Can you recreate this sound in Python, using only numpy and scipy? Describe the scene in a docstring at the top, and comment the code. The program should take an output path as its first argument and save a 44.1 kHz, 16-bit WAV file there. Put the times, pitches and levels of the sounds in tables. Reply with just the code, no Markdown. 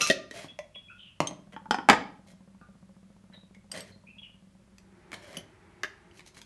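"""Kitchen table: spices are spooned out, a steel tin scrapes, jars and lids are knocked and set down.
Blows are filtered noise plus decaying modes; steel cutlery clinks in short, dull modes; scrapes are
swells of noise. A dish rocks in paired taps, ever faster and weaker. A bird calls outside in gliding,
roughened sines, over still air, a faint two-tone hum and distant traffic with one vehicle passing."""
import sys
import numpy as np
from scipy import signal
from scipy.fft import rfft, irfft, next_fast_len
from scipy.io import wavfile
from scipy.ndimage import map_coordinates

SR = 44100
rng = np.random.default_rng(int(sys.argv[2]) if len(sys.argv) > 2 else 0)


def master(y):
    """Save y as 16-bit WAV."""
    cut = np.clip(np.atleast_2d(y).T, -1, 1)
    pcm = np.round(cut * 32767)  # scale
    wavfile.write(sys.argv[1], SR, pcm.astype(np.int16))


N = 284445
CLOCK_S = np.arange(N) / SR
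T = np.arange(SR * 3 // 4) / SR  # time axis of one event, s
TOP_HZ = 11950  # band limit of the recorder


def amp(db):
    """Decibels to gain."""
    return 10 ** (np.asarray(db) / 20)


def unit(x):
    """Scale to rms 1."""
    return x / np.sqrt(np.mean(x ** 2) + 1e-20)


def blow(x):
    """Scale to the energy of 10 ms at rms 1."""
    return x * np.sqrt(SR / 100 / (np.sum(x ** 2) + 1e-20))


def fade(t60_s):
    """Exponential decay, 60 dB in t60_s."""
    return amp(-60 * T / t60_s)


def along(points, hz):
    """Read (Hz, value) points on a log frequency axis."""
    f, v = np.transpose(points)
    return np.interp(np.log(hz + 1), np.log(f), v)


def add(track, start_s, x):
    """Mix x into the track from start_s on."""
    i = round(start_s * SR)
    x = x[max(-i, 0):max(N - i, 0)]
    track[max(i, 0):][:len(x)] += x


def colour(x, spectrum):
    """Causal minimum-phase filter with the given spectrum, by folding its cepstrum."""
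    m = 2 * next_fast_len(len(x) // 2 + 2048)
    gain = amp(along(spectrum, np.fft.rfftfreq(m, 1 / SR)))
    cepstrum = irfft(np.log(gain + 1e-6))
    cepstrum[1:m // 2] *= 2
    cepstrum[m // 2 + 1:] = 0
    response = np.exp(rfft(cepstrum))
    return irfft(rfft(x, m) * response, m)[:len(x)]


def wobble(knots_per_s, size):
    """Smooth random curve through normal knots."""
    knots = rng.standard_normal(int(size * knots_per_s / SR) + 4)
    return map_coordinates(knots, [np.arange(size) * knots_per_s / SR])


def contact(t60_s):
    """Contact force: a decaying burst of chatter."""
    return rng.standard_normal(len(T)) * fade(t60_s)


def decaying(resonances, sustain, damping=0):
    """Resonances as modes (Hz, dB, t60 s): narrow ones ring longest, damping shortens the high ones."""
    modes = []
    for hz, width_hz, level_db in resonances:
        t60_s = sustain * np.log(1000) / np.pi / width_hz * (1000 / hz) ** damping
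        modes.append((hz, level_db, t60_s))
    return modes


def ring(modes, scatter_db=2.5):
    """Sum of decaying sines, with new strengths and signs for each blow."""
    out = np.zeros(len(T))
    for hz, level_db, t60_s in modes:
        strength = rng.choice([-1, 1]) * amp(level_db + scatter_db * rng.normal())
        out += strength * fade(t60_s) * np.sin(2 * np.pi * hz * T)
    return blow(out)


# reverberation of the kitchen: (frequency [Hz], t60 [s])
KITCHEN_T60 = [(150, 0.6), (600, 0.44), (2000, 0.38), (5000, 0.37), (11000, 0.19)]


def in_room(x, wet_db, near_db=-7, near_t60_s=0.099):
    """Add quick echoes from the table and walls, and the kitchen's frequency-dependent tail."""
    hz, t, z = signal.stft(rng.standard_normal(len(T)), SR, nperseg=256)
    decay = amp(-60 * t / along(KITCHEN_T60, hz)[:, None])
    tail = signal.istft(z * decay, SR, nperseg=256)[1][:len(T)]
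    tail *= 1 - np.exp(-T / 0.0027)
    near = contact(near_t60_s) * (T > .003)
    echo = amp(wet_db) * tail / np.linalg.norm(tail)
    echo += amp(near_db) * near / np.linalg.norm(near)
    return x + signal.fftconvolve(x, echo)[:len(x)]


# thud in the table: (frequency [Hz], density [dB per Hz])
THUD_SPECTRUM = [(40, -46.5), (100, -13), (170, -4.5), (300, 0), (700, -33.5), (2000, -93)]
# crack at the contact: (frequency [Hz], density [dB per Hz])
CRACK_SPECTRUM = [(500, -42), (2500, -0.5), (5000, 2.5), (8000, -4.5), (12000, -15)]
HARD_HZ, SOFT_OCTAVES = 9400, 3  # cut-off of the hardest contact; drop at softness 1
SOFT_CRACK_DB, SOFT_THUD_DB = -24.5, 11.5  # gain changes at softness 1


def knocks(hits, spectrum, resonances, contact_t60_s, sustain, ring_db, thud_db, crack_db, wet_db):
    """Each blow is a clack, the thing's ring, a thud in the table and a crack at the contact."""
    out = np.zeros(N)
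    modes = decaying(resonances, sustain)
    for start_s, level_db, softness in hits:
        clack = blow(colour(contact(contact_t60_s), spectrum))
        body = clack + amp(ring_db) * ring(modes)
        # a soft contact drives the high modes less
        cutoff_hz = HARD_HZ * 2 ** (-SOFT_OCTAVES * softness)
        body = blow(signal.lfilter(*signal.butter(1, cutoff_hz, fs=SR), body))
        thud = blow(colour(contact(0.0016), THUD_SPECTRUM))
        thud *= amp(thud_db + SOFT_THUD_DB * softness)
        crack = blow(colour(contact(0.013), CRACK_SPECTRUM))
        crack *= amp(crack_db + SOFT_CRACK_DB * softness)
        add(out, start_s, amp(level_db) * in_room(body + thud + crack, wet_db))
    return out


def steel(hits, modes, focus_db, tick_db, wet_db):
    """Struck steel: the point of contact favours modes around one height; focus_db per octave squared."""
    out = np.zeros(N)
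    for start_s, level_db, centre_hz in hits:
        favoured = []
        for hz, mode_db, t60_s in modes:
            favoured.append((hz, mode_db - focus_db * np.log2(hz / centre_hz) ** 2, t60_s))
        # while the surfaces touch, they chatter and damp the modes
        pressed = ring([(hz, mode_db, .008) for hz, mode_db, _ in favoured])
        tick = blow(signal.fftconvolve(contact(0.016), pressed)[:len(T)])
        clink = ring(favoured) + amp(tick_db) * tick
        add(out, start_s, amp(level_db) * in_room(clink, wet_db))
    return out


# still air: (frequency [Hz], density [dB per Hz])
AIR_SPECTRUM = [(12, -46.5), (20, -3.5), (111, -9.5), (195, -1), (222, -6), (291, -17), (446, -26.5),
                (553, -16.5), (783, -28), (1050, -24), (1530, -26.5), (4960, -32), (8940, -34),
                (11100, -36.5), (12000, -48.5), (15600, -80.5), (22000, -120)]


def still_air(level_db=-63):
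    """Steady broadband noise of the room's air."""
    return amp(level_db) * unit(colour(rng.standard_normal(N), AIR_SPECTRUM))


# hum tones: (frequency [Hz], level [dB])
HUM_TONES = [(59, -72), (101, -71)]


def electric_hum():
    """Low sines that waver slightly in level and phase."""
    out = np.zeros(N)
    for hz, level_db in HUM_TONES:
        gain = amp(level_db + 2.0 * wobble(9.9, N)) * np.sqrt(2)
        out += gain * np.sin(2 * np.pi * hz * CLOCK_S + .6 * wobble(12, N))
    return out


# traffic: (frequency [Hz], density [dB per Hz])
ROAD_SPECTRUM = [(24, -43.5), (40, -9), (106, -1.5), (146, -17), (192, -4.5), (237, -27), (351, 1.5),
                 (557, -24), (640, -9), (686, -22), (825, -9.5), (1040, -16), (2130, -16.5), (2940, -27.5),
                 (10000, -47), (13000, -65.5), (22000, -120)]
TRAFFIC_DB, PASS_DB = -75.5, -59  # distant road; one vehicle at its nearest
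PASS_START_S, PASS_RISE_S, PASS_HOLD_S, PASS_FALL_S = 4.65, 0.38, 1.02, 0.77


def traffic():
    """Distant road noise; one vehicle approaches, stays near and recedes."""
    passing_s = np.cumsum([PASS_START_S, PASS_RISE_S, PASS_HOLD_S, PASS_FALL_S])
    road_db = np.interp(CLOCK_S, passing_s, [TRAFFIC_DB, PASS_DB, PASS_DB, TRAFFIC_DB])
    road = unit(colour(rng.standard_normal(N), ROAD_SPECTRUM))
    return amp(road_db + 0.45 * wobble(20.0, N)) * road


PITCH_SHAKE = .08  # scale of the pitch shake at roughness 1, as a share of pitch


def note(length_s, hz, octaves, rough, smooth_attack_s=0.0017, wet_db=-3):
    """One gliding, echoing whistle; roughness 0-1 shakes pitch and strength and slows the attack."""
    u = np.minimum(T / length_s, 1)
    pitch_hz = hz * 2 ** (octaves * (u - .5)) * (1 + PITCH_SHAKE * rough * wobble(1108, len(T)))
    attack = 1 - np.exp(-T / (smooth_attack_s * (1 + 3 * rough)))
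    effort = attack * np.sqrt(1 - u) * amp(5.8 * rough * wobble(319, len(T)))
    tone = np.sin(2 * np.pi * np.cumsum(pitch_hz) / SR)
    return in_room(2 * effort * tone, wet_db, near_db=-8)


# whistles of level pitch, each led in by a short rasp: (time [s], length [s], level [dB])
BIRD_WHISTLES = [(0.482, 0.052, -51.5), (0.75, 0.048, -48.5), (4.183, .022, -49)]
WHISTLE_HZ, WHISTLE_ROUGH = 3354, .13
LEAD_HZ, LEAD_S, LEAD_DB = 2660, 0.0059, -7.5  # lead-in: mid pitch, head start, level re whistle
# rising slurs: (time [s], level [dB])
BIRD_SLURS = [(.882, -54), (4.067, -55)]
SLUR_HZ, SLUR_S, SLUR_OCTAVES, SLUR_ROUGH = 2575, 0.05, 0.16, .33  # mid pitch, length, rise
# falling rasps: (time [s], length [s], mid pitch [Hz], level [dB])
BIRD_RASPS = [(.98, 0.14, 3022, -58), (4.222, 0.054, 2837, -54.5)]
RASP_OCTAVES, RASP_ROUGH = -0.237, .95
# sagging pips: (time [s], length [s], mid pitch [Hz], level [dB])
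BIRD_PIPS = [(0.898, 0.031, 1430, -50.5), (3.333, 0.046, 3850, -58), (3.543, 0.0133, 2190, -59),
             (3.918, 0.018, 4240, -60)]
PIP_OCTAVES, PIP_ROUGH = -0.12, .35


def bird():
    """A bird outside sings four kinds of note: whistle, slur, rasp and pip."""
    out = np.zeros(N)
    for start_s, length_s, level_db in BIRD_WHISTLES:
        lead = note(0.0254, LEAD_HZ, RASP_OCTAVES, RASP_ROUGH)
        add(out, start_s - LEAD_S, amp(level_db + LEAD_DB) * lead)
        add(out, start_s, amp(level_db) * note(length_s, WHISTLE_HZ, 0, WHISTLE_ROUGH))
    for start_s, level_db in BIRD_SLURS:
        add(out, start_s, amp(level_db) * note(SLUR_S, SLUR_HZ, SLUR_OCTAVES, SLUR_ROUGH))
    for start_s, length_s, hz, level_db in BIRD_RASPS:
        add(out, start_s, amp(level_db) * note(length_s, hz, RASP_OCTAVES, RASP_ROUGH))
    for start_s, length_s, hz, level_db in BIRD_PIPS:
        add(out, start_s, amp(level_db) * note(length_s, hz, PIP_OCTAVES, PIP_ROUGH))
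    return out


# dish modes: (frequency [Hz], level [dB], t60 [s])
DISH_MODES = [(191, 10, 0.23), (211, -2, 0.17), (544.8, -9.5, 0.2), (634, -16, 0.12), (945, -16.5, 0.072)]
ROCK_START_S, SWING_S, SWING_SHRINK_S, SWINGS = 1.323, .14742, .00096, 29  # shrink is per swing
RETURN_S, RETURN_LAG_S = .068, .0005  # delay of a swing's second tap; its growth per swing
ROCK_DB, ROCK_FALL_DB, ROCK_HOLD = -47.5, 10, 3  # first tap, loss by the last, power of time


def rocking_dish(tap_db=-16, wet_db=-13):
    """Two taps per swing: swings shorten, the second tap lags more, the strength holds, then falls."""
    out = np.zeros(N)
    swing = np.arange(SWINGS)
    forth_s = ROCK_START_S + SWING_S * swing - SWING_SHRINK_S * swing * (swing - 1) / 2
    back_s = forth_s + RETURN_S + RETURN_LAG_S * swing
    tap_spectrum = [(100, -16), (500, 5.5), (1100, 0), (2500, -24.0), (9000, -33.5)]  # Hz, dB per Hz
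    for start_s in np.concatenate([forth_s, back_s]):
        spent = (start_s - ROCK_START_S) / (back_s[-1] - ROCK_START_S)
        tap = blow(colour(contact(0.037), tap_spectrum))
        knock = in_room(ring(DISH_MODES) + amp(tap_db) * tap, wet_db, near_db=-18.5)
        add(out, start_s, amp(ROCK_DB - ROCK_FALL_DB * spent ** ROCK_HOLD) * knock)
    return out


# blows: (time [s], level [dB], softness [0-1])
TABLE_BLOWS = [(.444, -47.5, 1), (1.2035, -21, 0.048), (1.31, -40.5, 0.36), (5.133, -55.5, 0.85),
               (5.34, -48.5, .2), (5.371, -46, 1)]
# clack: (frequency [Hz], density [dB per Hz])
TABLE_SPECTRUM = [(47, -42), (80, -28), (156, 4.5), (456, -11.5), (611, 8), (679, -2), (1050, -1.5),
                  (1540, -22.5), (2150, -3.5), (2650, -14), (3480, -15), (4870, -26), (9530, -91),
                  (12000, -68.5), (15600, -86), (22000, -120)]
# resonances: (frequency [Hz], width [Hz], level [dB])
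TABLE_RESONANCES = [(159, 25, -4), (617, 60, 3), (1145, 190, 11), (1960, 91, -8), (3050, 110, -30),
                    (3670, 34, -22), (5660, 63, -48), (5760, 23, -30), (8650, 130, -31)]


def table():
    """Knocks on the table top: short contact, strong thud."""
    return knocks(TABLE_BLOWS, TABLE_SPECTRUM, TABLE_RESONANCES, contact_t60_s=0.008, sustain=1.2,
                  ring_db=-3.5, thud_db=-9, crack_db=-11.5, wet_db=-10.0)


# blows: (time [s], level [dB], softness [0-1])
BOWL_BLOWS = [(.5895, -34.5, .05), (.757, -53, 0.5)]
# clack: (frequency [Hz], density [dB per Hz])
BOWL_SPECTRUM = [(120, -50), (200, -58), (589, 3.5), (903, -20), (1070, -15), (1460, -28), (2020, -14),
                 (2480, -20), (3150, -18), (4370, -33), (6260, -26.5), (6940, -36), (12000, -35),
                 (15600, -83), (22000, -120)]
# resonances: (frequency [Hz], width [Hz], level [dB])
BOWL_RESONANCES = [(614, 29, 0), (1020, 27, -10), (1980, 18, -11), (2690, 28, -19), (3490, 34, -19),
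                   (6180, 41, -23)]


def bowl():
    """Knocked bowl: a few narrow modes, little thud."""
    return knocks(BOWL_BLOWS, BOWL_SPECTRUM, BOWL_RESONANCES, contact_t60_s=0.012, sustain=0.97,
                  ring_db=-1.5, thud_db=-44, crack_db=-20, wet_db=-12)


# blows: (time [s], level [dB], softness [0-1])
CAP_BLOWS = [(5.8338, -29.5, 0.041), (5.845, -36.5, 0.93)]
# clack: (frequency [Hz], density [dB per Hz])
CAP_SPECTRUM = [(88, -58), (150, -35), (225, -6), (296, -29), (404, -2), (532, -36), (615, -4), (753, -19),
                (991, -32), (1070, -8.5), (1750, 4.5), (3030, -7), (3990, -13.5), (7730, -23.5),
                (12000, -29), (15600, -90), (22000, -120)]
# resonances, shared with the ticks: (frequency [Hz], width [Hz], level [dB])
CAP_RESONANCES = [(404, 27, -6), (614, 28, -4), (1370, 160, -4), (1780, 37, 0), (2940, 22, -8),
                  (3100, 17, -10), (4450, 54, -19), (5790, 39, -19)]


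def cap():
    """Knocked cap: mostly clack, with a short weak ring."""
    return knocks(CAP_BLOWS, CAP_SPECTRUM, CAP_RESONANCES, contact_t60_s=0.017, sustain=0.65,
                  ring_db=-10.5, thud_db=-35.0, crack_db=-10.5, wet_db=-12)


# blows: (time [s], level [dB], softness [0-1])
TICK_BLOWS = [(3.548, -63.5, 0.33), (4.783, -62.5, 0.03), (5.118, -46.5, 0.45), (5.13, -41.5, 0.79),
              (6.194, -52.5, 0.55), (6.206, -57, 0.34), (6.263, -62, 0.056), (6.369, -55, 1),
              (6.39, -60, 0.29), (6.416, -55.5, 0.045)]
# clack: (frequency [Hz], density [dB per Hz])
TICK_SPECTRUM = [(120, -14), (200, -33.5), (735, -5), (1360, -4.5), (2160, 1.5), (3620, -8), (3940, -38),
                 (10300, -15), (11200, -12), (12000, -22), (15600, -81), (22000, -120)]


def ticks():
    """Small ticks: clack and contact crack, almost no ring."""
    return knocks(TICK_BLOWS, TICK_SPECTRUM, CAP_RESONANCES, contact_t60_s=0.016, sustain=.8,
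                  ring_db=-58, thud_db=-17, crack_db=5, wet_db=-10.5)


# blows: (time [s], level [dB], softness [0-1])
LID_BLOWS = [(1.564, -39, .75), (1.657, -44, .75), (1.7095, -19.5, .05), (1.744, -24, .55),
             (1.7855, -31.5, .6)]
# clack: (frequency [Hz], density [dB per Hz])
LID_SPECTRUM = [(59, -56), (100, -33), (227, -9), (684, -13.5), (870, 4.5), (981, -18), (1300, -13.5),
                (1460, -9), (2840, -29.5), (3140, -20.5), (4230, -41.5), (5170, -33), (8370, -49.5),
                (12000, -63), (15600, -94), (22000, -120)]
# resonances: (frequency [Hz], width [Hz], level [dB])
LID_RESONANCES = [(217.2, 110, -11.5), (890, 38, 9.5), (1097, 9.8, -8), (1270, 38, -4.5), (1620, 33, -22.5),
                  (2590, 36, -26), (3100, 95, -25.5), (5135, 30, -28.5), (5500, 65, -26), (6106, 49, -34),
                  (8324, 140, -34)]
# touches of the steel edge: (time [s], level [dB], height of the struck modes [Hz])
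EDGE_TOUCHES = [(1.7095, -38.5, 5333), (1.744, -46.5, 4986)]
# edge modes: (frequency [Hz], level [dB], t60 [s])
EDGE_MODES = [(2900, -9.5, .14), (3083, -1, .31), (5055, -1.5, 0.1), (5283, 0.5, 0.12), (6090, -8, .15),
              (8700, -11, .12)]


def falling_lid():
    """The lid is nudged, drops and bounces: short clacks, with a thin ring from its steel edge."""
    clacks = knocks(LID_BLOWS, LID_SPECTRUM, LID_RESONANCES, contact_t60_s=.014, sustain=.6,
                    ring_db=-3, thud_db=-27.5, crack_db=-17, wet_db=-12)
    return clacks + steel(EDGE_TOUCHES, EDGE_MODES, focus_db=3.5, tick_db=4, wet_db=-14)


# blows: (time [s], level [dB], softness [0-1])
JAR_BLOWS = [(.1, -16, 0.51), (.111, -32, 0.03), (.311, -42, 0.36)]
# clack: (frequency [Hz], density [dB per Hz])
JAR_SPECTRUM = [(59, -52), (100, -11.5), (375, -5), (644, 7), (836, -33), (1410, -30.5), (1900, 9),
                (2140, -15), (3260, -18.5), (3540, -4), (4500, -16.5), (4780, -16.5), (11100, -39),
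                (12000, -40.5), (15600, -77), (22000, -120)]
# resonances: (frequency [Hz], width [Hz], level [dB])
JAR_RESONANCES = [(374.7, 28, -5.5), (1236, 26, -23.5), (1817, 57, 4), (2606, 41, -6.5), (3125, 18, -7),
                  (4150, 44, -15), (4310, 32, -10), (4500, 35, -24), (5095, 43, -17.5), (6160, 60, -7),
                  (6070, 49, -24), (7000, 40, -26), (8120, 31, -24.5)]


def jar():
    """Knocked jar: clack and modes with a bright contact crack."""
    return knocks(JAR_BLOWS, JAR_SPECTRUM, JAR_RESONANCES, contact_t60_s=0.022, sustain=.6,
                  ring_db=-4, thud_db=-17, crack_db=0, wet_db=-12.0)


# blows: (time [s], level [dB], softness [0-1])
POT_BLOWS = [(1.8877, -11.5, 0.21), (1.8985, -10, 0.061), (1.919, -23, .7), (1.93, -21, 0.36)]
# clack: (frequency [Hz], density [dB per Hz])
POT_SPECTRUM = [(47, -63), (80, -45), (214, -3.5), (465, -6.5), (624, -7.5), (754, -8), (820, -4),
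                (1330, -4), (1440, -11.5), (1640, -1), (3870, -20.5), (4570, -22.5), (4970, -20),
                (10400, -38.5), (12000, -55), (15600, -80), (22000, -120)]
# resonances: (frequency [Hz], width [Hz], level [dB])
POT_RESONANCES = [(251.3, 150, -12.5), (636.2, 59, 1.5), (841, 40, 3.5), (1350, 40, -4), (1680, 71, -5.5),
                  (1915, 88, -8), (2187, 25, -12.5), (2554, 62, -13), (2853, 57, -15.5)]


def pot():
    """Knocked pot: the loudest blows, a long clack over broad modes."""
    return knocks(POT_BLOWS, POT_SPECTRUM, POT_RESONANCES, contact_t60_s=.035, sustain=1.15,
                  ring_db=-4.5, thud_db=-19.5, crack_db=-14.5, wet_db=-12)


# touches: (time [s], level [dB], height of the struck modes [Hz])
TIN_CLINKS = [(.009, -31, 3070), (.017, -28, 6030), (.064, -34.5, 2700), (2.613, -57.5, 710)]
# resonances: (frequency [Hz], width [Hz], level [dB])
TIN_RESONANCES = [(1200, 30, -1), (1390, 25, -6), (2230, 32, -13), (2640, 80, 0), (4060, 76, -4),
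                  (5090, 38, -6), (5830, 49, -5), (6230, 27, -6), (6590, 40, -5), (6880, 60, -12),
                  (7180, 29, -16), (8130, 31, -17), (8590, 71, -18), (9090, 68, -11), (9610, 95, -16),
                  (10000, 30, -17), (10800, 29, -20), (11400, 32, -13)]


def tin(drag_db=-31, drag_t60_s=0.32, release_s=0.082):
    """The tin is touched and dragged; friction keeps its modes singing until it lets go."""
    modes = decaying(TIN_RESONANCES, sustain=2.8, damping=0.45)
    out = steel(TIN_CLINKS, modes, focus_db=6.5, tick_db=1, wet_db=-1.5)
    friction = contact(drag_t60_s) * (T < release_s)
    singing = unit(signal.fftconvolve(friction, ring(modes))[:len(T)])
    singing *= np.sqrt(release_s / T[-1])
    add(out, .006, amp(drag_db) * in_room(singing, wet_db=-10))
    return out


# strokes: (time [s], length [s], level [dB], grit [dB re level])
SCRAPE_STROKES = [(-.01, 0.038, -39, -2.5), (0.025, 0.073, -48, 9), (0.304, .16, -49.5, -5),
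                  (1.52, 0.025, -53, -14), (2.263, 0.065, -64.5, -2), (3.315, 0.046, -61, -18),
                  (3.719, 0.086, -45, -7.5), (3.807, 0.11, -63.5, -4.5), (5.126, 0.0215, -45, -4.5),
                  (5.175, 0.24, -54.5, -8), (6.132, 0.067, -66.5, 2), (6.253, 0.038, -67.5, 8.5),
                  (6.343, 0.047, -60.5, 2)]
# hollow part: (frequency [Hz], density [dB per Hz])
HOLLOW_SPECTRUM = [(59, -33), (100, 1), (349, -7), (637, 4.5), (829, -9.5), (1080, -7), (1260, -10),
                   (1770, -3.5), (2060, -1.5), (2520, -12.5), (3220, -5), (4000, -25), (5200, -50.5),
                   (8800, -120)]
# gritty part: (frequency [Hz], density [dB per Hz])
GRIT_SPECTRUM = [(1470, -27), (2500, -8), (2690, -7), (3450, -19), (3960, -6.5), (4630, -10.5),
                 (6430, -10.5), (7680, -14.5), (9350, -14.5), (11800, -20), (12000, -24), (15600, -63.5),
                 (22000, -120)]
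PRESS_DB = 6.5  # pressure gain from start to end of a stroke


def scraping(clump_db=3.5, rub_db=3.0, wet_db=-7):
    """Tiny slips swell under growing, uneven pressure: hollow in the vessel, gritty at the edge."""
    out = np.zeros(N)
    for start_s, length_s, level_db, grit_db in SCRAPE_STROKES:
        u = np.minimum(T / length_s, 1)
        pressure = amp(PRESS_DB * u + rub_db * wobble(60, len(T)))
        swell = np.sqrt(np.abs(np.sin(np.pi * u))) * pressure
        slips = swell * unit(rng.standard_normal(len(T)) * amp(clump_db * wobble(500, len(T))))
        hollow = unit(colour(slips, HOLLOW_SPECTRUM))
        grit = unit(colour(slips, GRIT_SPECTRUM))
        stroke = (hollow + amp(grit_db) * grit) * np.sqrt(length_s / T[-1])
        add(out, start_s, amp(level_db) * in_room(stroke, wet_db))
    return out


# clinks of each piece of cutlery: (time [s], level [dB], height of the struck modes [Hz])
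FIRST_SPOON_CLINKS = [(1.272, -40, 5430)]
SMALL_SPOON_CLINKS = [(3.7155, -50.5, 5000), (3.718, -46.5, 7900), (3.775, -53.5, 7000), (3.806, -49, 9500)]
THIRD_SPOON_CLINKS = [(5.369, -46.5, 4370), (5.372, -46.5, 9400), (6.112, -66, 2500)]
# resonances of each piece: (frequency [Hz], width before widening [Hz], level [dB])
FIRST_SPOON_RESONANCES = [(3220, 88, 0), (3670, 27, -7), (3840, 30, -11), (6110, 20, -3), (6330, 34, -1),
                          (8420, 30, -9), (9150, 25, -12), (9960, 27, -10), (10600, 44, -13),
                          (11500, 130, -21)]
SMALL_SPOON_RESONANCES = [(3080, 33, 0), (4800, 110, -3), (5470, 24, -4), (6190, 110, -13), (7430, 23, -15),
                          (8260, 48, -1), (8520, 53, -1), (9990, 59, -16), (11400, 26, -14)]
THIRD_SPOON_RESONANCES = [(2160, 43, -8), (3070, 82, 0), (4640, 38, -13), (5830, 40, -12), (6150, 110, -6),
                          (8350, 34, -23), (10100, 58, -12), (11400, 29, -21)]


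def cutlery(extra_width_hz=28):
    """Clinks of three steel pieces; every resonance is widened, so the clinks are short and dull."""
    out = np.zeros(N)
    pieces = [(FIRST_SPOON_CLINKS, FIRST_SPOON_RESONANCES),
              (SMALL_SPOON_CLINKS, SMALL_SPOON_RESONANCES),
              (THIRD_SPOON_CLINKS, THIRD_SPOON_RESONANCES)]
    for hits, resonances in pieces:
        widened = [(hz, width_hz + extra_width_hz, level_db) for hz, width_hz, level_db in resonances]
        modes = decaying(widened, sustain=2.2, damping=0.43)
        out += steel(hits, modes, focus_db=3.5, tick_db=5.5, wet_db=-15)
    return out


def scene():
    """Sum of all sources, one channel."""
    background = still_air() + electric_hum() + traffic()
    dishes = rocking_dish() + table() + bowl() + cap() + ticks() + falling_lid() + jar() + pot()
    spooning = tin() + scraping() + cutlery()
    return (background + bird() + dishes + spooning)[None]


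def record(dry):
    """The recorder thins deep bass and cuts steeply above its band limit; the hardest peaks are rounded off."""
    thin = signal.sosfilt(signal.butter(2, 45, "high", fs=SR, output="sos"), dry)
    rounded = thin / (1 + np.abs(thin / .88) ** 6) ** (1 / 6)
    m = next_fast_len(N + SR // 2)
    hz = np.fft.rfftfreq(m, 1 / SR)
    band_gain = 1 / np.sqrt(1 + (hz / TOP_HZ) ** 120)
    return irfft(rfft(rounded, m) * band_gain, m)[..., :N]


dry = scene()
out = record(dry)
master(out)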